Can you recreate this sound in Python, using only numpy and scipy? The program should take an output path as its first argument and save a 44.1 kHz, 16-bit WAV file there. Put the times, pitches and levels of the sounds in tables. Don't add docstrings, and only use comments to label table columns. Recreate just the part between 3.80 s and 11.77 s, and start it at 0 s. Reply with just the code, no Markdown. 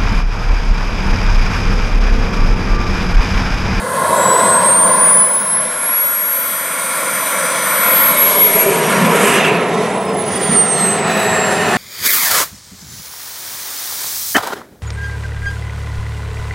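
import sys
import numpy as np
from scipy import signal
from scipy.io import wavfile
from scipy.ndimage import uniform_filter1d, minimum_filter1d

SR = 44100
rng = np.random.default_rng(int(sys.argv[2]) if len(sys.argv) > 2 else 0)


def dump_mix(stems):
    frames = np.atleast_2d(stems).T
    limited = np.clip(frames, -1, 1)
    pcm = np.round(limited * 32767).astype(np.int16)
    wavfile.write(sys.argv[1], SR, pcm)


def volts_from_decibels(level):
    exponent = np.asarray(level, float) / 20
    return 10 ** exponent


N = 351477
HOP = 256

PASSING = 4.307, 5.41
ABEAM = 4.8, 5.6
NEARING, LEAVING, IDLING = (0.56, 2.76), (5.7, 5.95), (6.8, 7.3)
MID_SIDE = np.array([[1, 1], [1, -1]])

# (time [s], left-right difference in the treble [dB])
BEARING = [(0.0, 0), (2.24, 2), (3.7, 2), (4.11, 3), (4.33, .1), (4.8, -.1), (5.52, -6.5), (5.68, -9),
           (6.19, -10), (6.41, -11), (6.53, -8), (7.97, -3)]
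# (frequency [Hz], share [0-1])
PAN_SHARE = [(500, 0.027), (1300, .12), (2400, 0.21), (4400, 0.26), (8000, 0.48), (15000, 1)]


def ramp(x, span):
    return np.clip((x - span[0]) / (span[1] - span[0]), 0, 1)


def curve(rows, t):
    s, value = np.transpose(rows)
    return np.interp(t, s, value)


def swells(rows, t):
    return sum(db * np.exp(-((t - s) / half) ** 2) for s, half, db in rows)


def read(points, hz):
    f, value = np.transpose(points)
    return np.interp(np.log(hz + 1), np.log(f + 1), value)


def evened(x):
    return x / np.sqrt(np.mean(x ** 2) + 1e-20)


def wander(count, length):
    once = uniform_filter1d(rng.standard_normal(count), int(length))
    return evened(uniform_filter1d(once, int(length)))


def port_turn(hz, t):
    delay_s = 1.6e-6 * curve(BEARING, t)
    near = 1 - .8 * ramp(t, (6.4, 6.8))
    ports = np.array([1, -1]).reshape(-1, *[1] * np.ndim(hz))
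    return np.pi * hz * delay_s * near * ports


def spool(t):
    # (time [s], shaft speed before inertia [Hz])
    throttle = [(0.18, 624.0), (0.369, 635.7), (0.66, 674.2), (0.892, 716.0), (1.451, 838.0),
                (1.786, 900.8), (2.077, 940.1), (2.654, 977.3), (3.17, 992.0), (3.797, 996.1),
                (4.206, 972.6), (5.288, 952.0), (5.459, 953.3), (5.762, 941.7), (6.128, 896.5),
                (6.806, 731.9), (7.182, 670.4), (7.881, 609.5)]
    size = round(.2 / t[1])
    once = uniform_filter1d(curve(throttle, t), size=size, mode="nearest")
    return uniform_filter1d(once, size=size, mode="nearest")


def whistle_db(t):
    # (time [s], level [dB])
    aim = [(0, -47.5), (.261, -48), (.421, -15.5), (.83, -10.5), (1.479, -8), (1.626, -2.5), (2.299, -14),
           (2.555, -16.8), (3.029, -30.5), (3.833, -24.5), (4.164, -11.5), (4.79, -17.7), (5.01, -30),
           (5.53, -29.5), (5.64, -43.5), (6.284, -40.5), (6.792, -1.5), (7.97, -37.5)]
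    # (time [s], half length [s], change [dB])
    fades = [(0.429, 0.05, -5.5), (0.619, 0.092, -5), (0.824, 0.032, -9.5), (1.097, 0.031, -4.9),
             (1.173, 0.028, -7), (1.499, 0.05, -7), (1.636, 0.083, -14.5), (1.916, 0.189, -14.5),
             (2.351, 0.089, -3.0), (2.934, 0.078, -2), (3.109, 0.013, -9.0), (3.274, 0.022, -5.5),
             (3.404, 0.058, 2.5), (3.594, 0.04, -5.6), (3.74, 0.083, -13.9), (4.348, 0.03, -8),
             (4.361, 0.008, -13), (4.548, 0.065, -12), (4.644, 0.2, 13), (4.705, 0.05, -10),
             (4.724, .01, -7), (4.777, 0.012, -7), (4.82, .02, 3), (4.843, .006, -11), (4.86, .006, -11),
             (4.913, .005, -14), (4.929, .005, -12), (4.952, .006, -8), (6.504, 0.012, -10),
             (6.595, 0.021, -14.5), (6.702, 0.077, -10.5), (6.863, 0.056, -14.5), (6.979, 0.061, -11.1),
             (7.221, 0.128, -13.5), (7.305, 0.02, -5.4), (7.406, 0.076, -7.5), (7.642, 0.033, 4),
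             (6.18, .1, 5), (6.4, .04, 5), (5.2, .03, -4), (5.45, .04, 3)]
    return curve(aim, t) + swells(fades, t)


def shaft_orders(t, shaft_hz, blades):
    # (time [s], half length [s], change [dB])
    casing_swells = [(.45, .35, 8), (3.3, 0.67, 6), (5.05, 0.53, 6.5), (6.1, .4, -6), (7.55, 0.38, 9)]
    half_row_swells = [(.05, 0.28, -10), (.5, 0.22, 10), (2.0, .06, -8), (2.9, .8, 4.5), (3.75, 0.39, 11.5),
                       (4.72, .06, 8), (5.055, .035, 16), (5.15, .03, 14), (5.95, .45, -8), (6.29, .05, 8),
                       (6.62, .06, 3), (6.8, .04, 6), (7.0, 0.085, 12), (7.22, .04, -8), (7.4, 0.16, 9),
                       (.555, .02, -9), (3.35, .08, 3), (4.25, .03, -7), (4.85, .03, 5), (5.105, .025, 1),
                       (5.24, .02, 13), (5.33, .035, 10), (4.65, .02, 6), (6.4, .04, -6), (6.88, .04, -6),
                       (5.56, .025, 8), (5.75, .05, 4), (6.07, .06, 7), (6.55, .04, 4), (6.75, .045, 8),
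                       (7.3, .04, 8), (7.63, .03, 5)]
    top_swells = [(.1, 0.18, -6), (.68, .15, -2), (1.1, 0.23, 2), (6.3, 0.34, -9), (7.03, .07, 5),
                  (7.42, 0.09, 9), (7.95, .15, -6), (.55, .025, -5), (.66, .04, -6), (.8, .04, -7),
                  (1.12, .03, -5), (1.4, .04, -8), (6.9, .05, -5), (7.21, .07, -14), (7.58, .035, -7),
                  (7.75, .13, 5)]
    # (shaft multiple [-], level at idle [dB])
    idle_orders = [(13, -50), (14, -44), (15, -41.5)]
    behind = ramp(t, PASSING)
    shaft_db = -46 + 14 * ramp(t, (3.3, 4.54)) + swells(casing_swells, t)
    half_row_db = -45.5 + swells(half_row_swells, t)
    top_db = -37.5 - 8 * behind + swells(top_swells, t)
    top_db -= 30 * ramp(shaft_hz, (880, 900))
    orders = [(1, shaft_db), (6, half_row_db), (18, top_db), (blades, whistle_db(t))]
    idle_db = -(shaft_hz - 625) * 0.079 - 14. * behind
    orders += [(k, db + idle_db) for k, db in idle_orders]
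    overtone_db = -49 - (shaft_hz - 625) * .15
    return orders + [(2 * blades, overtone_db)]


def compressor():
    # (time [s], share [0-1])
    shadowed = [(4.8, .006), (4.92, .2), (5.0, 0.6), (6.3, 0.55), (6.7, 0.027), (7.97, 0.045)]
    blades = 12
    t = np.arange(N) / SR
    shaft_hz = spool(t)
    turns = np.cumsum(shaft_hz) / SR
    behind = ramp(t, PASSING)
    pan_db = curve(BEARING, t) * np.array([[.5], [-.5]])
    out = np.zeros((2, N))
    for k, db in shaft_orders(t, shaft_hz, blades):
        scattered = curve(shadowed, t) * min(k / blades, 1) ** 1.7
        scattered = np.clip(scattered + 0.0013 + 0.3 * (k > blades), 0, 1)
        blur = (wander(N, 330) + 1j * wander(N, 390)) / np.sqrt(2)
        slip = 0.044 * wander(N, 2700) * np.array([[1], [-1]]) * (1 + 1.1 * behind)
        path = np.sqrt(1 - scattered) + np.sqrt(scattered) * blur
        path = path * volts_from_decibels(db + read(PAN_SHARE, k * shaft_hz) * pan_db)
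        phase = 2 * np.pi * k * turns + slip + port_turn(k * shaft_hz, t)
        out += np.sqrt(2) * (path * np.exp(1j * phase)).real
    return out


def resonant(modes, hz, steep):
    power = sum(volts_from_decibels(2 * db) / (1 + (2 * (hz - f) / width) ** 2) ** steep for f, width, db in modes)
    return (power / power.sum())[:, None]


def layer_db(level, rules, shade, t):
    usual_db = -20
    change = curve(level, t) - usual_db
    load = ramp(spool(t), (787, 960))
    swept = ramp(t, (5.55, 5.63))
    levels = []
    for (db, share, *more_db), rows in zip(rules, shade):
        added = sum(a * b for a, b in zip(more_db, (load, swept)))
        levels.append(usual_db + db + share * change + added + swells(rows, t))
    return levels


def intake(hz, t):
    # (time [s], level [dB])
    drawn = [(0, -27), (.32, -22), (.6, -20), (.82, -21), (.96, -23.5), (1.28, -23.5), (1.5, -28),
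             (2.08, -25), (2.4, -27), (3.2, -22.5), (3.45, -21.5), (4.0, -19), (4.16, -17), (4.35, -18.5),
             (4.5, -19), (5.3, -17.5)]
    # (level above the intake [dB], share of its changes [-], added by load [dB])
    layers = [
        (9.5, 1.11, -11),
        (0.43, 1.14, 0.26),
        (-5, 0.55, 4.5),
    ]
    # (time [s], half length [s], change [dB])
    shade = [
        [(.05, 0.16, -5), (.85, .1, -3), (1.25, .15, -1.5), (4.82, 0.13, -30), (5.3, .2, 10)],
        [(4.72, 0.25, -22)],
        [(0.0, 0.11, -6), (1.28, .08, 3), (1.85, 0.21, -5), (4.75, 0.089, 2), (5.15, 0.19, -19)],
    ]
    # (centre [Hz], width [Hz], level [dB])
    low_far, low_near = [(355, 200, -17.5), (525, 80, -3), (635, 128, -5), (983, 134, -2), (1045, 82, 0.5)], [(277, 110, -12.5), (528, 81, -1), (621, 150, -3), (900, 88, -7),
                                           (1014, 105, -1), (1100, 164, -2.5)]
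    high_far, high_near = [(1423, 130, 1.5), (1668, 76, 0), (2013, 71, -3.5), (2570, 56, -14),
                           (3250, 200, -14.5), (3830, 410, -19.5), (4910, 2800, -21.5)], [(1387, 100, 3), (1700, 760, -5), (2235, 280, -3.5),
                                             (2810, 72, -20), (3300, 310, -11.5), (3810, 710, -15.5),
                                             (4900, 900, -18.5)]
    hiss_far, hiss_near = [(6400, 780, -7), (8700, 1200, 2.5), (9620, 2100, 3.5), (11400, 1700, -6.5),
                           (13000, 1400, -15), (14800, 1800, -24)], [(6340, 540, -12), (7900, 470, -6), (9150, 1000, 3.5),
                                             (10560, 1900, -7.5), (12500, 1300, -20), (14800, 1500, -32)]
    near = ramp(t, NEARING)
    far = 1 - near
    lower_duct = far * resonant(low_far, hz, steep=1.88) + near * resonant(low_near, hz, steep=2.16)
    upper_duct = far * resonant(high_far, hz, steep=0.98) + near * resonant(high_near, hz, steep=1.55)
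    hiss = far * resonant(hiss_far, hz, steep=2.2) + near * resonant(hiss_near, hz, steep=1.5)
    shapes = lower_duct, upper_duct, hiss
    return sum(shape * volts_from_decibels(2 * db) for shape, db in zip(shapes, layer_db(drawn, layers, shade, t)))


def exhaust(hz, t):
    # (time [s], level [dB])
    wash = [(4.4, -16), (4.65, -19.5), (4.8, -16.5), (5.03, -18.5), (5.28, -17.5), (5.55, -14.5),
            (5.66, -15.5), (5.78, -22), (6.02, -24.5), (6.3, -30), (6.52, -27.5), (6.78, -23), (6.9, -25.5),
            (7.15, -23), (7.4, -17.5), (7.6, -19), (7.97, -16)]
    # (level above the wash [dB], share of its changes [-], added by load [dB], added once swept past [dB])
    layers = [
        (0.33, 0.24, 4.5, 0.87),
        (0.18, 1.03, 0.1, 0.16),
        (-11, 0.79, -1.1, -4.5),
        (-6.5, 0.84, -0.9, -10),
    ]
    # (time [s], half length [s], change [dB])
    shade = [
        [(4.4, 0.042, -11), (4.65, 0.077, -7), (5.15, 0.091, -7), (4.9, .15, -3), (5.7, .1, -.7),
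         (5.25, .08, -2)],
        [(7.75, .22, -2), (4.85, .2, -2)],
        [(4.45, 0.33, 9), (4.9, 0.054, 0), (5.04, 0.079, 3), (5.33, 0.11, -1), (5.8, .08, -3), (6.0, .08, 4),
         (6.3, .12, -5), (6.65, 0.29, 8), (7.02, 0.067, 5.5)],
        [(4.9, 0.085, 1), (5.28, .07, -4), (5.45, .11, 2.5), (6.43, .08, -20), (7.07, .1, 5), (7.27, .07, -3)],
    ]
    # (centre [Hz], width [Hz], level [dB])
    pipe_open, pipe_idling = [(432.5, 108, 3.5), (670, 240, -1.5), (1013, 170, -2.5)], [(408, 74, 4), (537, 140, -4), (734, 120, -0.5), (970, 470, -5)]
    rush_close, rush_leaving, rush_idling = [(1285, 400, 4.5), (1710, 310, 4), (2200, 740, 2),
                                             (2730, 1300, -3.5), (3500, 790, -11), (3700, 410, -32)], [(1316, 96, 5.5), (1950, 540, 0.5),
                                                           (2880, 630, -7.5), (3640, 380, -10)], [(1340, 320, -1),
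                                                                                 (1794, 160, 4.5),
                                                                                 (2110, 180, -6),
                                                                                 (2540, 210, -3.5),
                                                                                 (2860, 230, -8),
                                                                                 (4060, 1100, -14.5)]
    jet_hiss, jet_top = [(4630, 3100, -0.49), (6300, 1200, 0.95), (8000, 2700, -2.2)], [(8690, 3700, 9), (10700, 1900, 4), (12100, 1700, -8)]
    gone, idle = ramp(t, LEAVING), ramp(t, IDLING)
    pipe = (1 - idle) * resonant(pipe_open, hz, steep=1.53) + idle * resonant(pipe_idling, hz, steep=2.1)
    rush = (1 - gone) * resonant(rush_close, hz, steep=1.83)
    rush += (gone - idle) * resonant(rush_leaving, hz, steep=1.2)
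    rush += idle * resonant(rush_idling, hz, steep=1.16)
    shapes = pipe, rush, resonant(jet_hiss, hz, steep=2.04), resonant(jet_top, hz, steep=2.4)
    return sum(shape * volts_from_decibels(2 * db) for shape, db in zip(shapes, layer_db(wash, layers, shade, t)))


def flame(hz, t):
    # (time [s], level [dB])
    burning = [(0, -27), (.66, -21.5), (1.4, -28), (2.31, -43.5), (4.73, -24.5), (5.23, -12), (5.4, -17.5),
               (6.21, -20), (6.6, -19.5), (7.97, -18.5)]
    # (time [s], half length [s], change [dB])
    surges = [(.56, .04, -9), (1.49, .05, -7), (1.6, 0.045, 4.5), (1.84, 0.073, 6), (6.73, 0.047, 7.5),
              (6.88, 0.042, -5)]
    # (centre [Hz], width [Hz], level [dB])
    tube = [(191.8, 64, 2.5), (392, 33, -5)]
    return resonant(tube, hz, steep=1.55) * volts_from_decibels(2 * (curve(burning, t) + swells(surges, t) - 3.0))


def glimpses(hz, t):
    # (start [s], end [s], from [Hz], to [Hz], width [Hz], level [dB])
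    brief = [(4.2, 4.85, 2260, 2150, 230, -23), (0.0, .8, 10800, 10000, 3000, -30),
             (4.65, 5.0, 2320, 2350, 150, -26.5), (4.64, 5.1, 680, 430, 170, -20),
             (5.438, 5.84, 2750, 2530, 600, -20.5), (6.45, 6.78, 3400, 3250, 220, -37),
             (0, .25, 520, 520, 110, -22.5), (.2, .65, 560, 520, 120, -23),
             (.62, 1.05, 1030, 990, 170, -15.5), (4.38, 4.66, 600, 560, 120, -22),
             (4.72, 4.86, 420, 420, 60, -20), (4.72, 4.95, 660, 600, 70, -21),
             (4.74, 5.12, 425, 390, 70, -20), (4.55, 5.25, 9600, 8200, 1500, -26),
             (5.36, 5.62, 8600, 8300, 2200, -32), (6.0, 6.6, 8600, 8000, 2200, -43),
             (6.65, 7.3, 5800, 6500, 700, -38), (6.92, 7.2, 9600, 9400, 1600, -36),
             (7.3, 7.56, 9600, 9200, 1800, -36), (7.6, 7.85, 9300, 9200, 1800, -37),
             (4.45, 5.27, 450, 410, 120, -21), (3.897, 5.1, 13000, 12000, 3900, -35),
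             (4.157, 4.84, 3300, 3300, 2000, -26.5), (6.602, 7.243, 1330, 1310, 170, -28.5)]
    power = 0
    for start, end, from_hz, to_hz, width, db in brief:
        along = ramp(t, (start, end))
        centre = from_hz + (to_hz - from_hz) * along
        shape = 1 / (1 + (2 * (hz[:, None] - centre) / width) ** 2) ** 3.0
        power = power + shape / shape.sum(0) * volts_from_decibels(2 * db) * np.sin(np.pi * along) ** 2
    return power


def wind(hz, t):
    # (time [s], level [dB])
    gusting = [(0.0, -45), (0.35, -40), (.62, -35), (0.8, -35.5), (1.2, -46), (1.33, -41), (2.2, -62),
               (3.7, -75), (5.22, -56), (6.04, -44), (6.5, -34), (6.95, -46), (7.2, -36)]
    # (centre [Hz], width [Hz], level [dB])
    buffets = [(35, 40, -24), (99.4, 25, 9)]
    return resonant(buffets, hz, steep=6.6) * volts_from_decibels(2 * (curve(gusting, t) - 2.0))


def unlike_db(hz, t):
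    # (frequency [Hz], level [dB])
    side_front = [(30, -28), (60, -8), (110, -30), (200, -39), (700, -38), (2380, -50), (4400, -36),
                  (8120, -38), (15000, 3)]
    side_behind = [(30, -34), (60, -17), (110, -44), (380, -29), (1290, -15), (2380, -16.5), (4400, -8),
                   (8120, -9), (15000, 26)]
    wide = ramp(t, ABEAM)
    hz = hz[:, None]
    front_db = np.minimum(read(side_front, hz) - 1.5, -30.)
    behind_db = np.minimum(read(side_behind, hz) - 3., -10. + 6. * np.clip(hz / 3000 - 3, 0, 1))
    wind_db = (22.0 + 7.0 * wander(len(t), 5)) * np.clip(1.6 - hz / 100.0, 0, 1)
    return (1 - wide) * front_db + wide * behind_db + wind_db


def airflow():
    frames, hz = N // HOP + 9, np.fft.rfftfreq(8 * HOP, 1 / SR)
    t = np.arange(frames) * HOP / SR
    behind = ramp(t, PASSING)
    power = (1 - behind) * intake(hz, t) + behind * exhaust(hz, t)
    power += flame(hz, t) + glimpses(hz, t)
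    power *= ((hz / 135.44) ** 8 / (1 + (hz / 133.63) ** 8))[:, None]
    power += wind(hz, t)

    a, b, c, d, patches = rng.standard_normal((frames, len(hz), 5)).T
    mid, unlike = a + 1j * b, c + 1j * d
    patches = evened(uniform_filter1d(uniform_filter1d(patches, 22, 0), 16, 1))
    patch_db = 0.92 + (0.4 + 0.4 * behind) * np.clip(hz / 8000.0, 0, 1)[:, None]
    gusts = wander(frames, 3.5) * np.clip(hz / 8600.0, 0, 1.6)[:, None] * (.5 + 1.2 * behind)
    flutter = volts_from_decibels(patch_db * patches + 0.78 * gusts)

    unlike = volts_from_decibels(unlike_db(hz, t)) * unlike
    pan_db = read(PAN_SHARE, hz)[:, None] * curve(BEARING, t) / 2 * (.5 + behind / 2)
    z = np.array([volts_from_decibels(pan_db) * (mid + unlike), volts_from_decibels(-pan_db) * (mid - unlike)])
    z *= np.exp(.6j * ramp(t, ABEAM) * port_turn(hz[:, None], t))
    unit = np.std(signal.istft(mid, nperseg=8 * HOP, noverlap=7 * HOP)[1]) / np.sqrt(len(hz))
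    z *= np.sqrt(power) * flutter / unit
    return signal.istft(z, nperseg=8 * HOP, noverlap=7 * HOP)[1][:, :N]


def distant_motor():
    # (time [s], level [dB])
    hum = [(0, -43), (.4, -39), (.6, -50), (1.2, -54), (2.0, -62), (3.3, -63), (3.8, -75), (7.97, -80)]
    t = np.arange(N) / SR
    turns = np.cumsum(93.5 + .6 * wander(N, 6000)) / SR
    return np.sqrt(2) * volts_from_decibels(curve(hum, t) + 1.5 * wander(N, 3000)) * np.sin(2 * np.pi * turns)


def scene():
    return compressor() + airflow() + distant_motor()


def low_pass(x):
    return signal.sosfilt(signal.butter(12, 15700, fs=SR, output="sos"), x)


def record(dry):
    # (frequency [Hz], level [dB])
    faintest = [(10300, -68.5), (12500, -72.5), (15500, -75.5)]
    least = minimum_filter1d(np.minimum(1 / (abs(dry).max(0) + 1e-9), 1), size=401)
    limited = MID_SIDE @ dry / 2 * uniform_filter1d(least, size=200)
    hz, _, z = signal.stft(limited, SR, nperseg=8 * HOP, noverlap=4 * HOP)
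    bands = (abs(z[:, :-1]) ** 2).reshape(2, 64, 16, -1).mean(2)
    band_db = np.repeat(10 * np.log10(bands + 1e-20), 16, axis=1)
    least_db = read(faintest, hz[:-1])[:, None] - np.array([0, 4.5])[:, None, None]
    faint = (band_db < least_db) & (hz[:-1, None] > faintest[0][0])
    faint[1, :16] = band_db[1, :16] < -73
    z[:, :-1] *= ~faint
    z[1, -1] = 0
    kept = signal.istft(z, SR, nperseg=8 * HOP, noverlap=4 * HOP)[1][:, :N]
    return low_pass(MID_SIDE @ kept)


dry = scene()
out = record(dry)
dump_mix(out)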